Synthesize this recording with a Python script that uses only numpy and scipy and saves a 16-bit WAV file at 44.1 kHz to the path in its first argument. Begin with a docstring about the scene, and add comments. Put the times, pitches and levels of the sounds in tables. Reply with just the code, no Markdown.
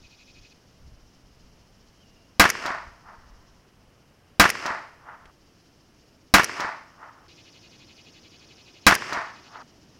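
"""A near cicada pulses for half a second, then a far insect chorus, drone, trill and gusts lead to a rifle shot.
Four shots of a small-calibre rifle on an outdoor bench follow. In each, blast and bench ringing come first,
then the crack scattered back by the field, the target hit, and swells of noise from field, trees and far woods.
A light knock falls between the second and third; the cicada returns around the fourth.
Background levels step at the stretch bounds, which also cut the echo tails; the blasts overload the input."""
import sys
import numpy as np
from scipy import signal
from scipy.io import wavfile
from scipy.ndimage import map_coordinates

SR = 44100
rng = np.random.default_rng(int(sys.argv[2]) if len(sys.argv) > 2 else 0)


def master_out(mix):
    """Clip the mix to full scale and print it as 16-bit PCM to the path in sys.argv[1]."""
    frames = np.transpose(np.atleast_2d(mix))
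    ceiling = np.clip(frames, -1, 1)
    pcm = np.round(ceiling * 32767).astype(np.int16)
    wavfile.write(sys.argv[1], SR, pcm)


N = 440559
TIME = np.arange(N) / SR
AGE = np.arange(60000) / SR  # s since the onset of a short sound
SNAP_LEAD_S = .02

# Stretches of steady background: start_s, air_db, low_insects_db, high_insects_db, drone_db, drone_hz
BACKGROUND_STRETCHES = [(0, -60, -71, -72, -68, 271), (.535, -59.5, -73.5, -67.5, -67.5, 203.9),
                        (3.61, -59, -74.5, -72.5, -73, 219.2), (5.31, -60, -74, -68, -66.5, 287.3),
                        (7.277, -57.5, -71, -75, -63, 295.2), (9.63, -57.5, -70.5, -65, -60.5, 244.5)]
# Rifle shots: start_s, crack_return_s (how long the crack keeps coming back), woods_db, last_snaps_db
RIFLE_SHOTS = [(2.3967, .1046, -3, -12.5), (4.3972, .1046, .5, -15), (6.3392, .1048, -.5, -15),
               (8.8660, .0858, 1, -15)]
# Spectrum of insect rasp, relative: freq_hz, density_db
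RASP_SPECTRUM = [(1500, -14), (2200, -10), (3000, 0.5), (3500, 6.5), (4100, 5.5), (5300, 3), (6300, 0.5),
                 (7300, -5), (8600, -39.5)]


def amp(db):
    """Decibels to gain."""
    return 10 ** (np.asarray(db) / 20)


def unit(x):
    """Scales to rms 1."""
    return x / np.sqrt(np.mean(x ** 2) + 1e-20)


def add(mix, start_s, sound):
    """Mixes a sound in at start_s, truncated at the end of the mix."""
    part = mix[max(round(start_s * SR), 0):][:len(sound)]
    part += sound[:len(part)]


def dying(t60):
    """Exponential decay by 60 dB in t60 seconds."""
    return amp(-60 * AGE / t60)


def colour(x, spectrum, size=4096):
    """Minimum-phase filter of the given (Hz, dB) shape; white noise keeps its power."""
    hz, db = np.transpose(spectrum)
    bin_hz = abs(np.fft.fftfreq(size, 1 / SR))
    gain = unit(amp(np.interp(np.log(bin_hz + 1), np.log(hz + 1), db)))
    response = np.exp(np.conj(signal.hilbert(np.log(gain + 1e-6))))
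    taps = np.fft.ifft(response).real
    return signal.oaconvolve(x, taps[:size // 2])[:len(x)]


def resonate(x, hz, width_hz):
    """Double-pole resonance that follows hz; shifts it to 0 Hz, filters, shifts back; output rms 1."""
    carrier = np.exp(2j * np.pi * np.cumsum(hz * np.ones(len(x))) / SR)
    r = np.exp(-np.pi * width_hz / SR)
    baseband = signal.lfilter([1], [1, -2 * r, r * r], x / carrier)
    return unit((carrier * baseband).real)


def drift(count, per_s):
    """Slow random wander of rms 1, with per_s knots a second."""
    knots = np.arange(count) * per_s / SR
    return unit(map_coordinates(rng.standard_normal(4096), [knots], order=2, mode="wrap"))


def shots(crack_db=-12, crack_t60=0.35, stop_t60=0.055, target_db=-29, target_t60=0.042, target_s=.2643,
          woods_front_db=-46.5, woods_front_t60=.1):
    """Blast, returning supersonic crack, target hit, and scattered returns from field, trees and far woods."""
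    # Relative spectra: freq_hz, density_db
    crack_spectrum = [(29, -48.5), (50, -16.5), (337, -17.5), (507, -13.5), (822, -9.5), (1470, -1.5),
                      (1960, -4), (2950, -11.5), (3760, -21.5), (5270, -15), (8140, -31.5), (13500, -37),
                      (16000, -51)]
    field_spectrum = [(35, -40.5), (60, -16.5), (212, -8.5), (250, -4.5), (308, -4.5), (363, -4), (458, -5),
                      (749, -8.5), (1910, -1.5), (2470, -6), (2770, -5.5), (3760, -19.5), (5090, -9),
                      (11000, -37), (16000, -46.5)]
    trees_spectrum = [(47, -44), (80, -20), (142, -18), (303, -16.5), (338, -15), (493, -15), (687, -0.5),
                      (785, -6.5), (877, 1), (1400, -0.5), (1630, -5), (1780, -0.5), (3390, -25),
                      (5050, -20.5), (16000, -65.5)]
    woods_spectrum = [(150, -20), (400, -15.5), (750, -0.5), (1150, 4), (1900, -4.5), (2800, -22),
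                      (5000, -38), (12000, -69)]
    target_spectrum = [(800, -25), (4000, 6.0), (5800, 7.5), (8500, -13.5), (16000, -18.5)]
    # Vegetation returns, near edge to far: db, edge_s, rise_db_per_s, depth_s, t60 [s], linger_db, linger_t60 [s]
    field_swell = dict(db=-37, edge_s=.11, rise_db_per_s=35, depth_s=.17, t60=.22, linger_db=-18, linger_t60=1.84)
    trees_swell = dict(db=-29.5, edge_s=.265, rise_db_per_s=260, depth_s=0.061, t60=.52, linger_db=-29, linger_t60=4.2)
    woods_swell = dict(db=-45.5, edge_s=0.6894, rise_db_per_s=200.5, depth_s=0.067, t60=.06, linger_db=-6.5, linger_t60=1.36)

    out, echoes = np.zeros(N), slaps()
    bounds_s = np.array(BACKGROUND_STRETCHES)[:, 0]
    woods = swell(**woods_swell)
    # first row of trunks: the loudest return from the woods
    add(woods, woods_swell["edge_s"], amp(woods_front_db) * dying(woods_front_t60))
    grass_rows = scatterers(change=0.37, lumpy_db=1.0)
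    field_rows = scatterers(change=0.51, lumpy_db=1.5)
    leaf_rows = scatterers(change=.8, lumpy_db=1.5)
    layers = zip(RIFLE_SHOTS, muzzle(), grass_rows, field_rows, leaf_rows)
    for (start_s, crack_s, woods_db, snap_db), blast, grass, field, leaves in layers:
        # crack returns from ever farther grass until the bullet drops below the speed of sound
        flight = dying(crack_t60) * np.interp(AGE - crack_s, AGE, dying(stop_t60))
        shot = blast + echoes + amp(crack_db) * colour(grass * flight, crack_spectrum)
        shot += colour(field * swell(**field_swell), field_spectrum)
        shot += colour(leaves * swell(**trees_swell), trees_spectrum)
        shot += amp(woods_db) * colour(field * woods, woods_spectrum)
        add(shot, crack_s - SNAP_LEAD_S, amp(snap_db) * snaps())
        # target_s: bullet's flight out plus the sound's way back
        hit = rng.standard_normal(len(AGE)) * dying(target_t60)
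        add(shot, target_s, amp(target_db) * colour(hit, target_spectrum))
        end_s = bounds_s[bounds_s > start_s][0]
        add(out, start_s, shot * (start_s + AGE < end_s))
    return out


def muzzle(burst_db=0, ring_db=-10, burst_t60=0.087, push_db=-1, push_s=0.0036):
    """Per shot: a pressure push with its undershoot, a noise burst of near reflections, and modal ringing."""
    # Modes of bench, rifle and shelter: freq_hz, level_db (before ring_db), t60_s
    bench_modes = [(146, -7, 0.084), (197.3, -4, 0.14), (296.6, -1.5, .11), (348, -8, .1), (401, -7.5, .09),
                   (480, -3, .09), (577, -7.5, .1), (689, -2, 0.13), (824, -9.5, .15), (987, -1, .13),
                   (1108.5, -2, 0.15), (1210, 2.5, .11), (1328, -1.5, 0.096), (1438, -4.5, 0.099),
                   (1563, -7.5, .17), (1610, -3, .14), (1793, -5.5, .13), (1963, -7, .13),
                   (2060, -6.5, 0.15), (2250, -7.5, 0.15), (2505, -5.5, .1), (3124, -14, .13),
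                   (3930, 0.5, 0.07), (4430, -12.5, 0.082)]
    # Relative spectrum: freq_hz, density_db
    blast_spectrum = [(25, -5), (80, -9), (200, -12), (450, -9), (800, -7), (1300, -3), (2300, -4),
                      (3200, -12), (5500, -12.5), (8000, -21), (16000, -28)]
    ring = np.zeros(len(AGE))
    for hz, db, t60 in bench_modes:
        phase_turns = rng.random()
        ring += amp(db) * dying(t60) * np.sin(2 * np.pi * (hz * AGE + phase_turns))
    push = (1 - AGE / push_s) * np.exp(-AGE / push_s)
    common = amp(ring_db) * ring + amp(push_db) * push
    return [amp(burst_db) * colour(row * dying(burst_t60), blast_spectrum) + common
            for row in scatterers(change=0.3, lumpy_db=-0.5)]


def slaps(front_db=12, air_hz_s=380):
    """Hard surfaces each return a sharp front and a short scatter, duller the longer the path."""
    # Single echoes from things on the range: delay_s, level_db (before filtering), t60_s
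    hard_echoes = [(0.0447, -7, 0.017), (0.057, -9.5, 0.053), (0.0944, -19.5, .03), (.156, -18.5, 0.013),
                   (0.2592, -17.5, 0.012), (.307, -19, 0.029)]
    spectrum = [(50, -12.5), (250, -6.5), (500, -7), (1000, 1.5), (1800, 3.5), (3000, -11), (5500, -15.5),
                (9000, -25.5), (16000, -43.5)]
    out = np.zeros(len(AGE))
    for delay_s, db, t60 in hard_echoes:
        scatter = dying(t60) * rng.choice([-1, 1], len(AGE))
        echo = scatter + amp(front_db) * (AGE == 0)
        air = signal.butter(1, min(air_hz_s / delay_s, SR / 3), fs=SR)
        add(out, delay_s, amp(db) * signal.lfilter(*air, echo))
    return colour(out, spectrum)


def scatterers(change, lumpy_db):
    """One row of reflections a shot: the ground stays still, moving air changes a share."""
    ground = rng.standard_normal(len(AGE)) * amp(lumpy_db * drift(len(AGE), per_s=400))
    fresh = rng.standard_normal((len(RIFLE_SHOTS), len(AGE)))
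    return (unit(ground) + change * fresh) / np.hypot(1, change)


def swell(db, edge_s, rise_db_per_s, depth_s, t60, linger_db, linger_t60):
    """Gain of a stand's return against shot age: rise to its near edge, hold over its depth, decay, slow tail."""
    attack = amp(rise_db_per_s * np.minimum(AGE - edge_s, 0))
    past_s = np.maximum(AGE - edge_s - depth_s, 0)
    release = np.maximum(amp(-60 * past_s / t60), amp(linger_db - 60 * past_s / linger_t60))
    return amp(db) * attack * release


def snaps():
    """Last, brightest reflections of the crack: decaying noise, timed from SNAP_LEAD_S before its end."""
    # Reflections: offset_s from the end of the crack, level_db (before the shot's snap level), t60_s
    last_snaps = [(-.0102, -12.5, .035), (0, 2, 0.011), (.0045, -11, .012)]
    # Relative spectrum: freq_hz, density_db
    snap_spectrum = [(500, -21), (2000, 5.5), (3800, -10), (5800, 3.5), (8000, -9.5), (11000, -4.5),
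                     (16000, -23)]
    out = np.zeros(len(AGE))
    for offset_s, db, t60 in last_snaps:
        add(out, offset_s + SNAP_LEAD_S, amp(db) * dying(t60) * rng.standard_normal(len(AGE)))
    return colour(out, snap_spectrum)


def cicada(top_hz=5200, low_hz=3500, smear=0.19, throb=.06, reset=0.49, gap_at=0.42):
    """Tymbal clicks ring an abdomen whose resonance swoops down on every beat and lands on a held note."""
    # Calls: start_s, end_s, beat_s (time of one beat), beats_per_s, clicks_per_s, click_jitter (share),
    # sweep_db, rasp_db, note_db, note_hz, note_width_hz; levels before the beat gaps
    calls = [(0, 0.53, .05, 12.4, 420, .005, -65, -60, -61, 2450, 480),
             (7.282, 9.622, 7.308, 11.61, 420, .014, -61, -58.5, -60, 2447, 996)]
    out = np.zeros(N)
    sweep_width_hz, hold_db, gap_depth = 1500, 25, .42
    for (start_s, end_s, beat_s, rate, click_hz, jitter,
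         sweep_db, rasp_db, note_db, note_hz, note_width_hz) in calls:
        beats = rate * (TIME - beat_s) + 0.036 * drift(N, per_s=8.9)
        turns = np.cumsum(click_hz * (1 + jitter * drift(N, per_s=150))) / SR
        clicks = np.diff(np.floor(turns), prepend=0)
        scrape = rng.standard_normal(N)
        drive = unit(clicks + smear * scrape)

        tension = np.cos(np.pi * (beats - reset)) ** 2
        sweep_hz = low_hz + (top_hz - low_hz) * tension
        sweep = resonate(drive, sweep_hz, sweep_width_hz) * (.5 + tension)
        note_drive = colour(clicks + smear / 2 * scrape, RASP_SPECTRUM)
        note = resonate(note_drive, note_hz, note_width_hz)
        note *= unit(amp(hold_db * abs(np.cos(np.pi * beats))))
        rasp = colour(drive, RASP_SPECTRUM) * (1 + throb * np.cos(2 * np.pi * beats))

        # the tymbals ease before each swoop
        slack = 1 - gap_depth * np.cos(np.pi * (beats - gap_at)) ** 20
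        call = amp(sweep_db) * sweep + amp(note_db) * note + amp(rasp_db) * rasp
        out += call * slack * (TIME >= start_s) * (TIME < end_s)
    return out


def ticks(t60=.03):
    """Light knocks of gear on the bench: decaying coloured noise."""
    # Knocks: start_s, level_db
    knocks = [(5.256, -45.5)]
    out = np.zeros(N)
    for start_s, db in knocks:
        knock = rng.standard_normal(len(AGE)) * dying(t60)
        add(out, start_s, amp(db) * colour(knock, [(100, 1), (2000, 7), (6000, -7), (14000, -34)]))
    return out


def outdoors(low_band_hz=2950, low_width_hz=650, flutter_db=-1.0, pulse_rate=15.0, pulse_db=1.8,
             drone_width_hz=170):
    """Filtered noise for still air, a far drone, two bands of fluttering far insects and a gliding trill."""
    # Relative spectra: freq_hz, density_db
    air_spectrum = [(15, -43), (25, -15.5), (70, -7.5), (110, -4), (223, -9.5), (416, -13), (451, -12.5),
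                    (503, -13.5), (714, -15), (775, -17.5), (840, -17.5), (2550, -23), (2990, -27),
                    (3720, -31.5), (5880, -30), (16000, -39)]
    chorus_spectrum = [(2000, -24), (3500, -9.5), (4200, -5), (4800, -1), (5400, 1.5), (6500, -6),
                       (7500, -14.5), (9000, -41)]
    # Far trill, interpolated: time_s, freq_hz, level_db
    trill_track = [(1.99, 3148, -85), (2.015, 3060, -60), (2.05, 2830, -70), (2.2, 2810, -71),
                   (2.4, 2800, -78.5), (2.6, 2800, -88.5)]
    hiss_spectrum = [(3000, 0.5), (8000, -2), (9800, -0.5), (11000, -1.5), (16000, -5)]
    table = np.array(BACKGROUND_STRETCHES)
    stretch = np.searchsorted(table[1:, 0], TIME)
    air_db, low_db, high_db, drone_db, drone_hz = table[stretch, 1:].T
    air, low, high, trill, hiss, drone = rng.standard_normal((6, N))

    lowpass = signal.butter(1, 3500, fs=SR, output="sos")
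    distant = signal.sosfilt(lowpass, colour(air, air_spectrum))
    out = amp(air_db) * distant + amp(-74.5) * colour(hiss, hiss_spectrum)
    out += amp(drone_db) * resonate(drone, drone_hz, drone_width_hz)

    pulsing = amp(pulse_db * np.sin(2 * np.pi * pulse_rate * TIME + drift(N, per_s=2)))
    insects = amp(low_db) * resonate(low, low_band_hz, low_width_hz)
    insects += amp(high_db) * pulsing * colour(high, chorus_spectrum)
    out += insects * amp(flutter_db * drift(N, per_s=32))

    time_s, hz, db = np.transpose(trill_track)
    trill_gain = amp(np.interp(TIME, time_s, db, left=-np.inf, right=-np.inf))
    out += trill_gain * resonate(trill, np.interp(TIME, time_s, hz), width_hz=180)
    return out


def wind(exposure_db=-7, eddy_db=2.5, eddies_per_s=12):
    """Rumble on the microphone: bell-shaped gusts over an easing light breeze, broken up by eddies."""
    # Gusts: peak_s, length_s, level_db (before exposure_db)
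    gust_table = [(0.022, 0.13, -44), (.41, .1, -46), (.7, .07, -46), (.85, .12, -41), (1.003, .14, -42.5),
                  (1.5, 0.33, -51), (2.3, .15, -51), (2.87, .1, -46), (3.21, 0.074, -47), (3.4, 0.34, -47),
                  (5.28, .06, -49), (7.261, .08, -52)]
    # Breeze, interpolated: time_s, level_db (before exposure_db)
    breeze_track = [(0, -56), (3.4, -56), (4, -62), (7, -65), (10, -68)]
    # Relative spectrum: freq_hz, density_db
    wind_spectrum = [(15, -3.5), (45, 0.5), (90, -6.5), (200, -19), (500, -45.5), (2000, -70)]
    gusts = sum(amp(db) * np.exp(-(2 * (TIME - peak_s) / length_s) ** 2) for peak_s, length_s, db in gust_table)
    breeze = amp(np.interp(TIME, *np.transpose(breeze_track)))
    force = np.hypot(gusts, breeze)
    eddies = amp(exposure_db + eddy_db * drift(N, per_s=eddies_per_s))
    return force * eddies * colour(rng.standard_normal(N), wind_spectrum)


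def scene():
    """Everything at the microphone, one channel."""
    return (shots() + cicada() + outdoors() + wind() + ticks())[None]


def record(dry, ceiling=0.54, knee=5, edge_hz=16000):
    """Input overload flattens peaks near the ceiling; then a low-pass band limit."""
    clipped = dry / (1 + abs(dry / ceiling) ** knee) ** (1 / knee)
    band_limit = signal.firwin(255, edge_hz, window=("kaiser", 9), fs=SR)
    return signal.oaconvolve(clipped, band_limit[None], "same")


dry = scene()
out = record(dry)
master_out(out)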